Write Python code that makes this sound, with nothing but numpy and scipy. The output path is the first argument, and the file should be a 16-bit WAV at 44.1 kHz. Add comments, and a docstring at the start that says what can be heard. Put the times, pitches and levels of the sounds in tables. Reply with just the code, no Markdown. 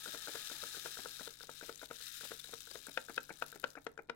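"""In a small room, close by and left of centre, a finger taps a folded paper packet about four times a
second to shake small seeds onto damp cotton in a lid. Each tap knocks the paper and cracks its creases;
between taps the finger comes off with a tick and scuffs it. Seeds slide down the fold as a dense rattle
that thins to single ticks while the taps get harder. A faint mains hum lies underneath."""
import sys
import numpy as np
from scipy import signal
from scipy.fft import rfft, irfft, next_fast_len
from scipy.io import wavfile
from scipy.ndimage import uniform_filter1d

SR = 44100
rng = np.random.default_rng(int(sys.argv[2]) if len(sys.argv) > 2 else 0)


def file_out(sig):
    """Save sig as 16-bit WAV at sys.argv[1]."""
    # one column per channel
    cols = np.atleast_2d(sig).T
    # limit, then scale
    lim = np.clip(cols, -1, 1)
    pcm = np.round(lim * 32767).astype(np.int16)
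    wavfile.write(sys.argv[1], SR, pcm)


N = 183038
TIME = np.arange(N) / SR
AGE = TIME[:SR // 8]   # seconds since a contact

# The supply of sliding seeds. Each row: time in seconds, relative level in dB.
SEED_SUPPLY = [(0.0, -49.5), (0.1, -48.5), (0.24, -49.5), (0.6, -47.5), (1.0, -50.5), (1.26, -52.5),
               (1.33, -57.5), (1.385, -62), (1.43, -56), (1.48, -63.5), (1.52, -56), (1.7, -53.5),
               (1.74, -58), (1.77, -66.5), (1.8, -59), (1.83, -55.5), (1.9, -65.5), (1.92, -55),
               (2.0, -53.5), (2.05, -50.5), (2.12, -50.5), (2.29, -51), (2.42, -56.5), (2.76, -55.5),
               (2.84, -58), (3.2, -63), (3.44, -61.5), (3.7, -67.5), (3.85, -76), (3.95, -83), (4.06, -86),
               (4.15, -81)]
# The tone of seeds on paper. Each row: frequency in Hz, gain in dB.
SEED_TONE = [(150, -36), (500, -27.5), (1000, -21), (1350, -2), (2100, -3.5), (3000, -4), (4400, -2),
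             (5600, -2.5), (7500, -2), (9500, -3), (12500, -3.5), (16000, -7)]
# The finger comes off. Each row: start in seconds, tick level in dB, then for each of two slips
# its delay in seconds and its level in dB.
FINGER_LIFTS = [(0.0587, -38, 0.011, -48, 0.024, -48), (0.2722, -38, 0.0069, -40, 0.016, -44),
                (0.4991, -43.5, 0.011, -45, 0.038, -51), (0.7455, -43, .016, -60, .024, -48.5),
                (0.9708, -40.5, 0.016, -45, 0.014, -52.5), (1.195, -42, .012, -43.5, 0.016, -55),
                (1.406, -44.5, .024, -65, 0.026, -49.5), (1.611, -42, 0.013, -44.5, 0.021, -48.5),
                (1.815, -43.5, .011, -42.5, .019, -50), (2.0045, -50, 0.011, -70, 0.02, -73),
                (2.2091, -43.5, 0.021, -49.5, 0.04, -49), (2.4444, -49, 0.031, -64, 0.044, -51.5),
                (2.6725, -46.5, .036, -49.5, 0.036, -59), (2.869, -43, .013, -44.5, .022, -49),
                (3.0845, -41.5, .009, -40, 0.016, -44), (3.2929, -40.5, 0.0076, -39, .013, -44.5),
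                (3.5257, -43.5, .015, -52, .030, -44.5), (3.753, -42, .012, -47.5, 0.019, -42),
                (3.9761, -39.5, .009, -47, 0.013, -39)]
# The finger lands. Each row: start in seconds, level in dB, gains of the low rings, the high rings and
# the crack in dB, pitch as a ratio, level in dB of the graze just before.
FINGER_TAPS = [(0.145, -39, -2.5, 2, -2.5, 0.99, -48), (0.352, -38.5, -2.5, 1, -5.5, 0.99, -47),
               (0.634, -39, -3, 11, -25, 0.95, -47.5), (0.857, -36.5, -9.5, -4, -5.5, 1.02, -47),
               (1.056, -36.5, -4.5, -4, -11, 0.98, -50), (1.273, -39.5, 4.5, 10, -6.5, 0.96, -54),
               (1.491, -39, 0, 7, -8, 0.96, -59), (1.692, -36, -2, 10, -9, 0.95, -52),
               (1.909, -35.5, -0.5, 9, -8, .94, -50), (2.315, -37.5, 6.5, 8, -2, 0.89, -47.5),
               (2.533, -39.5, -1, 2, -6, 0.94, -55), (2.753, -40, 14, 20, 1.5, 0.94, -53.5),
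               (2.973, -24.5, -9.5, 14, -7, 1.004, -57), (3.177, -24.5, -9.5, 15, -9.5, 1.01, -49),
               (3.421, -26, -6.5, 11, -5.5, 1.005, -51), (3.639, -25, -10.5, 9.5, -7.5, 1, -48),
               (3.865, -32, 4.5, 11, -1.5, 0.94, -65), (4.095, -30.5, 0.5, 12, -4.5, 1.003, -53)]


def from_db(db):
    return 10 ** (np.asarray(db) / 20)


def rms_one(x):
    """Scale a signal so that its average level (rms) is 1."""
    return x / np.sqrt(np.mean(x ** 2) + 1e-20)


def peak_one(x):
    """Scale a hit so that its loudest three milliseconds have rms 1."""
    return x / np.sqrt(uniform_filter1d(x ** 2, size=132).max())


def at_hz(points, hz):
    """Read a curve of (Hz, dB) points, with octaves evenly spaced."""
    point_hz, point_db = np.transpose(points)
    return np.interp(np.log(hz + 1e-9), np.log(point_hz), point_db)


def colour(x, tone, peaks=()):
    """Filter a sound by a tone curve (Hz, dB) with peaks (Hz, width in Hz, gain in dB) on top."""
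    n = 2 * next_fast_len(x.shape[-1])
    hz = np.arange(n // 2 + 1) * SR / n
    db = at_hz(tone, hz) + sum(gain / (1 + (2 * (hz - f) / width) ** 2) for f, width, gain in peaks)
    # minimum phase: the filter rings after a hit, never before it
    cepstrum = irfft(np.log(from_db(db)))[:n // 2]
    cepstrum[1:] *= 2
    return irfft(rfft(x, n) * np.exp(rfft(cepstrum, n)))[..., :x.shape[-1]]


def add(track, s, sound):
    """Mix a sound into a track, starting at s seconds."""
    i = max(round(s * SR), 0)
    track[..., i:i + sound.shape[-1]] += sound[..., :N - i]


def drift(per_s):
    """A smooth random wander, about 1 in size."""
    r = np.exp(-2 * np.pi * per_s / SR)
    return rms_one(signal.lfilter([1], [1, -2 * r, r * r], rng.standard_normal(N + SR))[SR:])


def burst(rise_s, t60):
    """A cluster of tiny contacts that swells, and fades by 60 dB in t60 seconds."""
    return rng.standard_normal(len(AGE)) * (1 - np.exp(-(AGE / rise_s) ** 2)) * from_db(-60 * AGE / t60)


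def seed_flow():
    """The strength of the stream in dB: the slow supply plus a surge after every lift and tap."""
    surges = np.zeros(N)
    for jolts, height_db, crest_s in ((FINGER_LIFTS, 1, 0.038), (FINGER_TAPS, 3, 0.0032)):
        swell = (AGE / crest_s) ** 2
        for s, *_ in jolts:
            add(surges, s, height_db * swell * np.exp(1 - swell))
    return np.interp(TIME, *np.transpose(SEED_SUPPLY)) + surges


def collisions(full_per_s=6000, trickle_per_s=260, full_db=-50, size_db=4.5, clump_db=2.0):
    """Seeds collide in little avalanches; a weaker stream has fewer hits and comes more unevenly."""
    flow_db = seed_flow()
    fullness = from_db(flow_db - full_db)
    per_s = full_per_s * fullness + trickle_per_s
    hits = rng.random(N) < per_s * from_db(clump_db * drift(45)) / SR
    sizes = rms_one(from_db(size_db * np.minimum(rng.exponential(1, N), 3.5)))
    signs = rng.choice([-1, 1], N)
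    flicker_db = 0.69 * drift(77) / (1 + fullness)
    return hits * sizes * signs * np.sqrt(SR / per_s) * from_db(flow_db + 8 + flicker_db)


def paper_spot(rise_s, t60, alike=0.2):
    """Each spot of the paper snaps in its own way, shivers briefly and sounds different on each side."""
    left, other = [burst(rise_s, t60) + from_db(-21.5) * burst(0.00037, 0.025) for side in range(2)]
    right = alike * left + np.sqrt(1 - alike ** 2) * other
    return np.array([left, right]) / np.sqrt(np.sum(left ** 2))


def flexing_fold(stream, bend=0.014):
    """The seeds make the fold ring; its pitch wanders as the paper flexes between slack and taut."""
    # The rings of the fold. Each row: pitch in Hz, width in Hz, gain in dB.
    rings = [(1720, 450, 6), (2086, 135, -5), (3140, 160, 3.5), (3680, 374, 9.5), (4040, 450, 5),
             (4600, 310, -3.5), (4960, 340, 4), (6470, 310, -1.5), (7000, 540, 2.5), (9200, 230, -3),
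             (11300, 290, -2.5), (13900, 440, 1)]
    slack, taut = [colour(stream, SEED_TONE, [(hz * ratio, width, db) for hz, width, db in rings])
                   for ratio in (1 - bend, 1 + bend)]
    tension = .5 + .5 * np.tanh(drift(per_s=4))
    return (1 - tension) * slack + tension * taut


def sliding_heap(stream):
    """The heap of seeds slides inside the packet and drums on it."""
    # How strongly it drums. Each row: time in seconds, gain on the stream in dB.
    strength = [(0, -1.5), (.6, -2), (1.2, -4), (1.5, -6.5), (2.1, -24), (2.7, -6.5), (3.3, -3), (4.15, 5)]
    # Its dull tone. Each row: frequency in Hz, gain in dB.
    tone = [(100, -17.5), (480, -11.5), (700, -13), (1030, -22.5), (1250, -3), (1900, 1.5), (2300, -22),
            (4000, -16.5), (16000, -41)]
    # The rings it sets off. Each row: pitch in Hz, width in Hz, gain in dB.
    rings = [(880, 106, 16.5), (1308, 110, 7), (1725, 344, 9)]
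    return colour(stream * from_db(np.interp(TIME, *np.transpose(strength))), tone, rings)


def stray_seeds(per_s=36, until_s=3.9, low_hz=4500, high_hz=15600, spread_db=4.5):
    """Seeds bounce at random until the packet is nearly empty. Gives rows of seconds, dB and Hz."""
    slots = np.arange(int(per_s * until_s))
    when, spot, size = rng.random((len(slots), 3)).T
    s = (slots + when) / per_s
    # they stand out only once the stream is thin
    typical_db = np.minimum(np.interp(s, *np.transpose(SEED_SUPPLY)) + 11, -50.5)
    db = typical_db + spread_db * (2 * size - 1)
    return list(zip(s, db, low_hz * (high_hz / low_hz) ** spot))


def seed_tick(hz):
    """One seed strikes the paper, ringing at its own pitch, at a nearby one and at those of the fold."""
    softness = from_db(7 * rng.uniform(-1.05, 1))   # some land squarely, others glance off
    nearby_hz = hz * rng.uniform(0.73, 1.2)
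    snap = paper_spot(rise_s=0.0018 * softness, t60=0.01 * softness)
    peaks = [(hz, hz / 4, 8), (nearby_hz, 260, 10), (3800, 550, 6), (4950, 300, 3), (6820, 500, 3)]
    return peak_one(colour(snap, SEED_TONE, peaks))


def seeds(spots=16):
    """The stream rattles on many spots of the fold, the heap drums below, single seeds tick on top."""
    # The loudest single seeds. Each row: start in seconds, relative level in dB, favoured pitch in Hz.
    loud_seeds = [(0.159, -49, 3960), (0.472, -33.5, 4100), (0.619, -42, 3660), (0.951, -40, 3920),
                  (1.151, -40.5, 3970), (1.168, -41, 3700), (1.354, -49, 3800), (1.399, -46.5, 4600),
                  (1.429, -44.5, 4860), (1.442, -50, 4500), (1.5, -43.5, 3600), (1.755, -43.5, 7200),
                  (1.773, -46.5, 7150), (1.794, -44.5, 3630), (1.856, -42, 4430), (2.022, -39, 4340),
                  (2.243, -42, 4270), (2.395, -38.5, 3770), (2.439, -39.5, 4030), (2.538, -37, 4600),
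                  (2.605, -38, 7100), (2.712, -39, 5040), (2.78, -49, 7300), (2.788, -59, 9100),
                  (2.867, -37, 7700), (2.893, -47, 11200), (2.915, -56, 3830), (2.929, -49, 6960),
                  (3.039, -51, 10000), (3.063, -50, 6000), (3.095, -46.5, 11100), (3.143, -41.5, 4300),
                  (3.155, -47, 4040), (3.16, -41.5, 4670), (3.23, -43, 13100), (3.235, -54, 12000),
                  (3.3264, -47, 7940), (3.3875, -51, 11000), (3.399, -45.5, 9100), (3.426, -44.5, 11900),
                  (3.463, -42.5, 11000), (3.48, -47, 8850), (3.49, -54, 7000), (3.517, -43.5, 13300),
                  (3.555, -52, 7300), (3.571, -57, 9000), (3.598, -45, 11000), (3.615, -50, 10500),
                  (3.674, -53, 8000), (3.678, -54, 11000), (3.703, -45.5, 5800), (3.739, -62, 12000),
                  (3.817, -58, 7200), (3.842, -58, 14000), (3.846, -55, 11000), (3.916, -58, 14900),
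                  (4.02, -62, 13200), (4.031, -66, 13000)]
    clicks = collisions()
    spot_hit = rng.integers(0, spots, N)
    stream = np.zeros((2, N))
    for spot, hz in enumerate(np.geomspace(2500, 14000, spots)):   # each spot favours its own pitch
        snap = paper_spot(rise_s=0.0006, t60=0.0062)
        snap = colour(snap, [(1000, 0.0), (16000, -4.5)], [(hz, hz / 3, 8)])
        stream += signal.oaconvolve([clicks * (spot_hit == spot)], snap, axes=1)[:, :N]
    out = flexing_fold(stream) + sliding_heap(stream[0])
    for s, db, hz in loud_seeds + stray_seeds():
        add(out, s, from_db(db - 1.33) * seed_tick(hz))
    return out


def background(waver_db=2):
    """Faint room noise and a wavering mains hum, a little louder on the left."""
    # The low noise of the room. Each row: frequency in Hz, gain in dB.
    air_tone = [(20, 5), (42, 7), (70, -0.5), (130, -6), (250, -1), (500, -20.5), (1000, -11.5),
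                (3000, -56), (8000, -31), (16000, -48)]
    # The notes of the hum. Each row: pitch in Hz, relative level in dB.
    hum_notes = [(49, -83), (98, -82.5), (147.4, -77.5), (296, -84.5)]
    air = rms_one(colour(rng.standard_normal(N) + .5 * rng.standard_normal((2, N)), air_tone))
    hum = np.zeros(N)
    for hz, db in hum_notes:
        level = from_db(db + waver_db * drift(8.2))
        hum += level * np.sqrt(2) * np.sin(2 * np.pi * hz * TIME + drift(0.81))
    return (from_db(-74.5) * air + hum) * from_db([[1.5], [-1.5]])


def knock(low_db, high_db, hollow_hz, face_ratio, rise_s, damping):
    """The packet rings as the soft fingertip bends it; the squeeze tunes its hollow and its flat face."""
    # The rings of the held packet. Each row: base pitch in Hz, relative level in dB,
    # seconds to fade by 60 dB when damping is 1.
    packet_rings = [(147.3, -29, 0.15), (239, -21.5, 0.13), (301, -16, 0.034), (364.5, -25.5, 0.058),
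                    (470, 5, 0.026), (556, -5.5, 0.024), (673, -10, 0.033), (730, -18.5, 0.037),
                    (929, -9.5, 0.046), (1010, -18.5, 0.0099), (1363, -1, 0.023), (1479, 7, 0.013),
                    (1492, 11.5, 0.0082), (1875, -25.5, 0.048), (2485, -6.5, 0.011), (2870, -23, 0.0081),
                    (2960, -8, 0.0085), (3670, -13, 0.0081), (4600, -32, 0.0032)]
    hz, db, t60 = np.transpose(packet_rings)[:, :, None]
    shift, strength = rng.standard_normal((2, len(packet_rings), 1))
    scatter = np.where(hz > 1700, .03, .018)   # high rings change most from blow to blow
    is_hollow = (hz > 420) & (hz < 505)   # the strongest low ring
    face_tuning = np.where(hz > 1200, face_ratio, 1)
    hz = np.where(is_hollow, hollow_hz, hz) * face_tuning * (1 + scatter * shift)
    db = db + .8 * strength + at_hz([(700, low_db), (1300, 0), (1700, 0.014), (2300, high_db)], hz)
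    rings = from_db(db - 60 * AGE * damping / t60) * np.sin(2 * np.pi * hz * (AGE - rise_s))
    swell = 1 - np.exp(-(AGE / rise_s) ** 2)
    return peak_one(rings.sum(axis=0) * swell)


def finger_lifts():
    """The paper springs back with a small bright knock, then sticks and slips twice on the skin."""
    # The snap of paper springing back. Each row: frequency in Hz, gain in dB.
    snap_tone = [(500, -25), (2500, 12), (4500, 16), (7500, 20), (10000, -19), (16000, -4)]
    out = np.zeros(N)
    for s, db, slip_s, slip_db, other_slip_s, other_slip_db in FINGER_LIFTS:
        spring = knock(low_db=-6, high_db=2.5, hollow_hz=471, face_ratio=1.01, rise_s=.0012, damping=.43)
        snap = peak_one(colour(burst(rise_s=0.0023, t60=0.0092), snap_tone))
        add(out, s, from_db(db) * (spring + from_db(-17.5) * snap))
        add(out, s + slip_s, from_db(slip_db) * slip())
        add(out, s + other_slip_s, from_db(other_slip_db) * slip())
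    return out


def slip():
    """The paper jerks across the skin in one short, uneven rub."""
    # The tone of the scuff. Each row: frequency in Hz, gain in dB.
    scuff_tone = [(80, -18), (200, 0), (420, 3), (750, -1), (1100, -6.5), (1500, 3), (1900, -6),
                  (2400, -2.5), (3200, -33), (6000, -30), (16000, -44)]
    force = from_db(2.2 * rms_one(uniform_filter1d(rng.standard_normal(len(AGE)), size=90)))
    rub = peak_one(colour(burst(rise_s=0.0023, t60=0.045) * force, scuff_tone))
    return colour(rub, [(900, 0), (1400, -1.5)])   # slightly softer treble


def finger_taps(graze_lead_s=0.008):
    """The fingertip grazes the paper, then knocks it; the creases crack with the blow."""
    # A hard blow squeezes the hollow and raises its pitch. Each row: tap level in dB, base pitch in Hz.
    hollow_pitch = [(-27.5, 486), (-24.5, 511)]
    # The tone of cracking creases. 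Each row: frequency in Hz, gain in dB.
    crack_tone = [(100, -23.5), (500, 0.5), (1000, 2), (1500, 5.5), (2100, -0.5), (2600, -8), (3200, -5.5),
                  (4500, -10), (8000, -24), (16000, -46)]
    # The tone of soft skin on paper. Each row: frequency in Hz, gain in dB.
    graze_tone = [(80, -9), (200, -1), (450, 6), (900, -6), (1500, -2), (3000, -11), (16000, -68)]
    out = np.zeros(N)
    for s, db, low_db, high_db, crack_db, pitch_ratio, graze_db in FINGER_TAPS:
        hollow_hz = pitch_ratio * np.interp(db, *np.transpose(hollow_pitch))
        thud = knock(low_db, high_db, hollow_hz, pitch_ratio, rise_s=0.003112, damping=0.78)
        crack = from_db(crack_db) * peak_one(colour(burst(rise_s=0.0026, t60=0.021), crack_tone))
        graze = peak_one(colour(burst(rise_s=0.00051, t60=0.13), graze_tone))
        add(out, s, from_db(db) * peak_one(thud + crack))
        add(out, s - graze_lead_s, from_db(graze_db) * graze)
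    return out


def room_echo(x, t60=0.24, gain_db=-12.5):
    """The small room answers with a short wash of echoes, different on each side."""
    # The tone of the echoes. Each row: frequency in Hz, gain in dB.
    echo_tone = [(100, 6.5), (500, 1), (1500, -6.5), (4000, -6.5), (8000, -11), (16000, -11)]
    age = TIME[:SR // 2]
    tail = rng.standard_normal((2, len(age))) * from_db(-60 * age / t60) * (1 - np.exp(-age / 0.0076))
    tail *= 1 + 1.07 * np.exp(-age / 0.017)   # the table top and near things answer first
    tail /= np.sqrt(np.sum(tail[0] ** 2))
    return from_db(gain_db) * colour(signal.oaconvolve([x], tail, axes=1)[:, :N], echo_tone)


def scene():
    """Paper and seeds are on the left, so the right side hears them softer and a little later."""
    # What reaches the right side from the paper. Each row: frequency in Hz, gain in dB.
    paper_shadow = [(150, -5), (500, -7), (1000, -10), (1500, -12), (2800, -15.5), (4000, -14.5),
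                    (8000, -21), (14000, -6)]
    # What reaches it from the seeds. Each row: frequency in Hz, gain in dB.
    seed_shadow = [(500, -3), (1000, -6), (2000, -6), (4000, -0.5), (7000, -1.5), (10000, -3), (14000, -8)]
    # The mouth of the packet turns. Each row: time in seconds, extra cut in dB to seeds on the right.
    aim = [(0.0, 10), (0.85, 9.5), (1.31, 13), (1.5, 20), (2.23, 11.5), (2.71, 16), (3.13, 23), (3.42, 23),
           (3.7, 20)]
    paper = finger_taps() + finger_lifts()
    rattle = seeds()
    left = paper + rattle[0]
    aim_gain = from_db(-np.interp(TIME, *np.transpose(aim)))
    right = colour(paper, paper_shadow) + colour(rattle[1], seed_shadow) * aim_gain
    right = np.interp(TIME - 3 / SR, TIME, right)   # three samples later
    return np.array([left, right]) + room_echo(paper + from_db(-5.5) * rattle[0]) + background()


def record(dry, cutoff_hz=16000):
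    """The highest treble is cut steeply."""
    return signal.sosfilt(signal.ellip(12, .1, 70, cutoff_hz, fs=SR, output="sos"), dry)


dry = scene()
out = record(dry)
file_out(out)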